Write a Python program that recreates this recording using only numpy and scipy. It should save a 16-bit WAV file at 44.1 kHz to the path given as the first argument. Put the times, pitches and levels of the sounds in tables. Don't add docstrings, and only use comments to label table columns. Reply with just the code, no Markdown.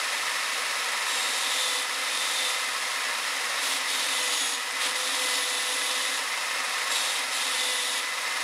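import sys
import numpy as np
from scipy import signal
from scipy.fft import rfft, irfft, next_fast_len
from scipy.io import wavfile
from scipy.ndimage import uniform_filter1d

SR = 44100
rng = np.random.default_rng(int(sys.argv[2]) if len(sys.argv) > 2 else 0)


def generate_wav(sig):
    pcm = np.round(np.clip(np.atleast_2d(sig).T, -1, 1) * 32767).astype(np.int16)
    wavfile.write(sys.argv[1], SR, pcm)


N = 371763

# time_s, speed_turns_per_s
SPINDLE_SPEED = [(0.0, 44.85), (0.4, 45.15), (1.08, 45.0), (1.49, 43.6), (1.69, 42.03), (1.77, 41.84),
                 (2.06, 43.36), (2.32, 43.15), (2.51, 42.26), (2.89, 44.18), (3.25, 44.8), (3.57, 44.96),
                 (3.76, 43.99), (4.05, 43.39), (4.26, 41.71), (4.4, 40.05), (4.49, 39.76), (4.55, 39.97),
                 (4.64, 41.08), (4.8, 42.7), (4.89, 41.95), (5.0, 42.57), (5.16, 42.57), (5.43, 41.52),
                 (5.7, 42.05), (6.05, 42.21), (6.54, 44.35), (6.88, 44.92), (7.12, 43.21), (7.35, 43.45),
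                 (7.82, 41.41), (8.02, 41.5), (8.43, 44.1)]
# centre_hz, width_hz, level_db
FRAME_MODES = [(172, 29, 8.5), (261.5, 48, 11), (487, 48, 8.5), (565, 152, 5), (762, 38, 5.5),
               (930, 34, 5.5), (990, 82, 5.5), (1094, 78, 6), (1230, 29, 6), (1294, 160, 6),
               (1687, 37, 8.5), (1809, 90, 9), (1936, 80, 7.5), (2017, 89, 9), (2094, 60, 5), (2259, 60, 6),
               (2460, 71, 7), (2662, 110, 4.5), (3030, 84, -5), (3770, 150, 3), (4620, 230, -4.5),
               (5240, 480, 2), (6300, 220, -4), (6850, 200, -1.5)]
# freq_hz, relative_level_db
CLATTER_COLOUR = [(30, -51), (70, -43), (140, -29.5), (220, -22.5), (430, -10), (900, -1.43), (1500, 0.5),
                  (2200, -0.14), (4000, -1.34), (7500, -8), (10600, -7.5), (11800, -17), (15400, -25)]
# time_s, level_db
CLATTER_LEVEL = [(0, 0.4), (1.1, 0.4), (1.5, 0), (3.3, 0), (3.58, 0.3), (3.85, 0), (4.55, 0), (4.85, 0.5),
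                 (5.2, -0.3), (6.8, 0.5), (7.9, -0.6), (8.43, 0.6)]
# multiple_of_spindle_speed, level_db
WHINE_TONES = [(12, -68), (24, -57), (48, -48.6), (60, -56.5), (120, -60), (240, -63)]
# start_s, end_s, scratch_db,
# first_bite_db, shudder_db, extra_buzz_db, song_db, song_tilt_db_per_octave, blade_ring_db
STROKES = [(0.02, 1.078, -47.5, 2, -76, 6, -58, -5, -52), (1.07, 1.807, -35.5, -1, -58, 1, -34, -10, -57),
           (1.88, 2.062, -39, -3, -61, 4, -56, -5, -56),
           (2.058, 2.53, -35.5, -2.5, -57, 0.5, -37, -8.5, -61),
           (2.55, 3.58, -44.5, 8, -76, 0, -62, -5, -60), (3.613, 3.76, -32.5, -1.5, -52, -4, -47, 1, -55),
           (3.878, 4.542, -36, 2.5, -52.5, 0.5, -40, -5.5, -58),
           (4.8, 4.893, -35.5, 2, -54, -8, -45, -5, -52), (4.94, 5.426, -35, -1.5, -54, -1, -42, -3.5, -50),
           (5.438, 6.18, -36, 0, -56, 0.5, -41, -5, -54), (6.908, 7.196, -37, 5.5, -61, -3, -40, -5, -45),
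           (7.324, 7.988, -36.5, 2, -56.5, 1, -39, -5.5, -51)]
# freq_hz, relative_level_db
SCRATCH_COLOUR = [(30, -38), (200, -38), (400, -18.5), (900, -3.5), (1500, -16.5), (2400, -4.5), (3400, 2),
                  (4500, -2.5), (7000, -6), (10400, -5), (11800, -14), (15400, -30.5)]
# centre_hz, width_hz, level_db
BLADE_MODES = [(506, 24, 3), (3500, 260, -3), (3790, 170, 1), (4450, 250, -4), (8350, 240, 1),
               (10500, 450, -3), (12800, 380, 0), (14650, 300, 8)]
# multiple_of_spindle_speed, level_db
BUZZ_TONES = [(2, -48), (36, -26), (72, -18), (90, -18.5), (96, -20), (156, -24), (228, -25)]
# freq_hz, relative_level_db
SHUDDER_COLOUR = [(30, -39), (115, -13), (150, -26), (210, -15.5), (272, 12.5), (320, 3.5), (450, -11.5),
                  (900, -53)]
# multiple_of_tuft_rate, relative_level_db
SONG_HARMONICS = [(7, -4), (14, -5), (21, -3)]
# centre_hz, width_hz, level_db
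SONG_MODES = [(3590, 170, 0), (6700, 200, 13), (7150, 260, -3), (7500, 150, 6.5), (10030, 200, 9),
              (10600, 420, 10.5)]
# start_s, end_s, centre_hz, width_hz, level_db
SQUEALS = [(1.5, 1.717, 3700, 480, -39), (2.38, 2.53, 3720, 300, -40), (3.9, 4.16, 3700, 800, -39.5),
           (3.62, 3.77, 12900, 180, -48), (3.62, 3.77, 14720, 330, -53), (3.88, 4.02, 12880, 160, -53),
           (4.18, 4.4, 6600, 220, -41), (5.15, 5.31, 12170, 130, -52), (5.28, 5.5, 12650, 130, -52),
           (6.91, 7.1, 8350, 200, -47), (6.91, 7.06, 10850, 300, -48), (6.91, 7.1, 3650, 900, -38),
           (5.31, 5.4, 4800, 1700, -36), (5.6, 6.2, 3745, 90, -43), (7.53, 7.82, 3510, 120, -39),
           (7.56, 7.82, 8330, 200, -48)]
# centre_s, half_length_s, level_db
SNAGS = [(4.26, 0.006, -37.5), (4.848, 0.031, -31), (5.22, 0.026, -37)]
# freq_hz, relative_level_db
SNAG_COLOUR = [(30, -30), (140, -26), (400, -11), (1000, -2), (3200, 7), (6000, -9), (15400, -35)]
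# freq_hz, relative_level_db
THUD_COLOUR = [(30, -26), (110, -16), (160, -4.5), (200, -11), (275, 4), (400, 1), (900, -38)]

TUFTS = 12
EASE_S = .06
IDLE_TURNS_PER_S, INERTIA_S = 45.12, .3007
USUAL_DRAG_TURNS_PER_S = 4
MAINS_HUM_DB, WHINE_GAIN_DB, BUZZ_GAIN_DB = -82.5, 1, 4.5
GRIP_S = .04
BITE_S, RELEASE_S = 0.092, 0.047
FREE_SCRATCH_DB, FREE_SHUDDER_DB = -49, -63.5
FREE_SCRATCH_DB_PER_TURN_LOST = 0.5
SCRATCH_DB_PER_DRAG, SONG_DB_PER_DRAG = 0.58, 0.7
HUM_DB = -9
SONG_TOP_HZ = 11150
RING_HZ, RING_WIDTH_HZ = 3800, 32
THUD_LAG_S, THUD_WIDTH_S, THUD_DB = 0.039, 0.045, -17.5
TOP_HZ = 15600


def undb(db):
    return 10 ** (np.asarray(db) / 20)


def unit(x):
    return x / np.sqrt(np.mean(x ** 2))


def walk(rate_hz):
    size = next_fast_len(N, real=True)
    hz = np.arange(size // 2 + 1) * SR / size
    spectrum = rfft(rng.standard_normal(size)) / (1 + (hz / rate_hz) ** 2)
    return unit(irfft(spectrum, size)[:N])


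def lag(x, seconds):
    keep = np.exp(-1 / (seconds * SR))
    return signal.lfilter([1 - keep], [1, -keep], x)


def strikes(per_second, scatter_db):
    struck = rng.random(N) < per_second / SR
    size = undb(scatter_db * rng.standard_normal(N))
    return struck * np.sign(rng.standard_normal(N)) * size


def unevenness(turns, count):
    bumps = rng.standard_normal(count)
    return np.interp(turns % 1, np.arange(count) / count, unit(bumps - bumps.mean()), period=1)


def tone(turns, multiple, flutter_db, wobble_rad):
    phase = 2 * np.pi * (multiple * turns + rng.random()) + wobble_rad * walk(20)
    return unit(np.sin(phase) * undb(flutter_db * walk(14)))


def resonance(hz, modes):
    power = 1
    for centre_hz, width_hz, db in modes:
        power = power + undb(db) ** 2 / (1 + (2 * (hz - centre_hz) / width_hz) ** 2) ** 2
    return np.sqrt(power)


def ring(x, colour, frame_share, modes=()):
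    size = next_fast_len(N + 8192) // 2 * 2
    hz = np.maximum(np.arange(4097) * SR / 8192, 1)
    colour_hz, colour_db = np.transpose(colour)
    gain = undb(np.interp(np.log(hz), np.log(colour_hz), colour_db))
    gain = gain * resonance(hz, modes) * resonance(hz, FRAME_MODES) ** frame_share
    cepstrum = irfft(np.log(gain))
    half = len(cepstrum) // 2
    cepstrum[1:half] *= 2
    cepstrum[half + 1:] = 0
    response = irfft(np.exp(rfft(cepstrum)))
    return unit(irfft(rfft(x, size) * rfft(response, size), size)[:N])


def frame_tones(turns, speed, table):
    grid_hz = np.arange(0, SR / 2, 2)
    frame_gain = resonance(grid_hz, FRAME_MODES)
    total = 0
    for multiple, db in table:
        gain = undb(db) * np.interp(multiple * speed, grid_hz, frame_gain)
        total = total + gain * tone(turns, multiple, flutter_db=2.2, wobble_rad=.22)
    return total


def touch(start_s, end_s):
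    t = np.arange(N) / SR
    return np.clip((t - start_s) / GRIP_S + .5, 0, 1) * np.clip((end_s - t) / GRIP_S + .5, 0, 1)


def stroke_gain(levels_db):
    t = np.arange(N) / SR
    held = 0
    for (start_s, end_s, _, bite_db, *_), db in zip(STROKES, levels_db):
        bite = bite_db * np.exp(-np.maximum(t - start_s, 0) / BITE_S)
        held = held + touch(start_s, end_s) * undb(db + bite)
    return np.maximum(held, lag(held + 1e-18, RELEASE_S))


def spindle():
    time_s, turns_per_s = np.transpose(SPINDLE_SPEED)
    speed = uniform_filter1d(np.interp(np.arange(N) / SR, time_s, turns_per_s), int(EASE_S * SR))
    drag = IDLE_TURNS_PER_S - speed - INERTIA_S * np.gradient(speed) * SR
    return speed, np.maximum(uniform_filter1d(drag, int(2 * EASE_S * SR)), 0)


def machine(turns, speed):
    t = np.arange(N) / SR
    belt = unevenness(turns / 2, count=14)
    mains = np.sin(2 * np.pi * 120 * t)
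    level_db = np.interp(t, *np.transpose(CLATTER_LEVEL))
    chatter = strikes(per_second=16000, scatter_db=2.5) * undb(belt + 0.42 * mains + level_db)
    clatter = undb(-29.0) * ring(chatter, CLATTER_COLOUR, frame_share=1.0)
    whine = undb(WHINE_GAIN_DB) * frame_tones(turns, speed, WHINE_TONES)
    speed_gain = (speed / IDLE_TURNS_PER_S) ** 2.84
    return (clatter + whine) * speed_gain + undb(MAINS_HUM_DB) * unit(mains)


def tuft_hum(turns, speed):
    mode_hz, mode_width_hz = 505, 24
    closeness = 1 / (1 + (2 * (TUFTS * speed - mode_hz) / mode_width_hz) ** 2)
    return undb(HUM_DB) * tone(turns, TUFTS, flutter_db=1.2, wobble_rad=0.1) * closeness


def wheel(turns, speed, drag):
    _, _, scratch_db, _, shudder_db, buzz_db, *_ = np.transpose(STROKES)
    lean_gain = undb(SCRATCH_DB_PER_DRAG * (drag - USUAL_DRAG_TURNS_PER_S))
    swish = undb(FREE_SCRATCH_DB + FREE_SCRATCH_DB_PER_TURN_LOST * (IDLE_TURNS_PER_S - speed))
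    scratching = np.hypot(stroke_gain(scratch_db) * lean_gain, swish)
    shaking = np.hypot(stroke_gain(shudder_db), undb(FREE_SHUDDER_DB))

    bunches_db = unevenness(turns, count=TUFTS) + 2.0 * np.sin(2 * np.pi * TUFTS * turns)
    tips = strikes(per_second=12000, scatter_db=4.0) * undb(bunches_db + 0.31 * walk(28))
    scratch = undb(4.5) * ring(tips, SCRATCH_COLOUR, frame_share=0.32, modes=BLADE_MODES)
    shakes = strikes(per_second=3000, scatter_db=3.0)
    shudder = ring(shakes, SHUDDER_COLOUR, frame_share=0.32) * undb(walk(5.5))
    extra_db = sum(db * touch(start_s, end_s) for (start_s, end_s, *_), db in zip(STROKES, buzz_db))
    buzz = undb(BUZZ_GAIN_DB + extra_db) * frame_tones(turns, speed, BUZZ_TONES)
    return scratching * (scratch + tuft_hum(turns, speed) + buzz) + shaking * shudder


def blade(turns, speed, drag):
    *_, song_db, tilt_db, ring_db = np.transpose(STROKES)
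    grid_hz = np.arange(0, SR / 2, 2)
    lift = resonance(grid_hz, SONG_MODES) / np.sqrt(1 + (grid_hz / SONG_TOP_HZ) ** 80)
    lowest = SONG_HARMONICS[0][0]
    song = 0
    for multiple, db in SONG_HARMONICS:
        gain = stroke_gain(song_db + db + tilt_db * np.log2(multiple / lowest))
        gain = gain * np.interp(TUFTS * multiple * speed, grid_hz, lift)
        song = song + gain * tone(turns, TUFTS * multiple, flutter_db=2.6, wobble_rad=.3)
    rasp = 1 + .22 * walk(130) + .26 * unevenness(turns, count=TUFTS)
    swell = undb(SONG_DB_PER_DRAG * np.minimum(drag - USUAL_DRAG_TURNS_PER_S, 0))
    peak_filter = signal.iirpeak(RING_HZ, RING_HZ / RING_WIDTH_HZ, fs=SR)
    note = signal.lfilter(*peak_filter, strikes(per_second=8400, scatter_db=3))
    return song * swell * rasp + stroke_gain(ring_db) * unit(note)


def squeals():
    t, out = np.arange(N) / SR, np.zeros(N)
    for start_s, end_s, hz, width_hz, db in SQUEALS:
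        now = (t > start_s) & (t < end_s)
        edges_hz = [hz - width_hz / 2, hz + width_hz / 2]
        band = signal.butter(2, edges_hz, "bandpass", fs=SR, output="sos")
        note = unit(signal.sosfilt(band, rng.standard_normal(N)))
        swell = np.sqrt(np.sin(np.pi * (t[now] - start_s) / (end_s - start_s)))
        out[now] += undb(db) * note[now] * swell
    return out


def snags():
    t = np.arange(N) / SR
    rasping, thudding = 0, 0
    for at_s, width_s, db in SNAGS:
        rasping = rasping + undb(db) * np.exp(-((t - at_s) / width_s) ** 2)
        thudding = thudding + undb(db + THUD_DB) * np.exp(-((t - at_s - THUD_LAG_S) / THUD_WIDTH_S) ** 2)
    catches = strikes(per_second=5500, scatter_db=1)
    rasp = rasping * ring(catches, SNAG_COLOUR, frame_share=0.37)
    thud = thudding * ring(catches, THUD_COLOUR, frame_share=0.37)
    return rasp + thud


def scene():
    speed, drag = spindle()
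    turns = np.cumsum(speed * (1 + .0002 * walk(8))) / SR
    sound = machine(turns, speed) + wheel(turns, speed, drag) + blade(turns, speed, drag)
    sound = sound + squeals() + snags()
    return np.array([sound, sound])


def record(dry):
    ceiling = .4
    rounded = ceiling * np.tanh(dry / ceiling)
    lowpass = signal.ellip(12, .2, 80, TOP_HZ, fs=SR, output="sos")
    return signal.sosfilt(lowpass, rounded)


dry = scene()
out = record(dry)
generate_wav(out)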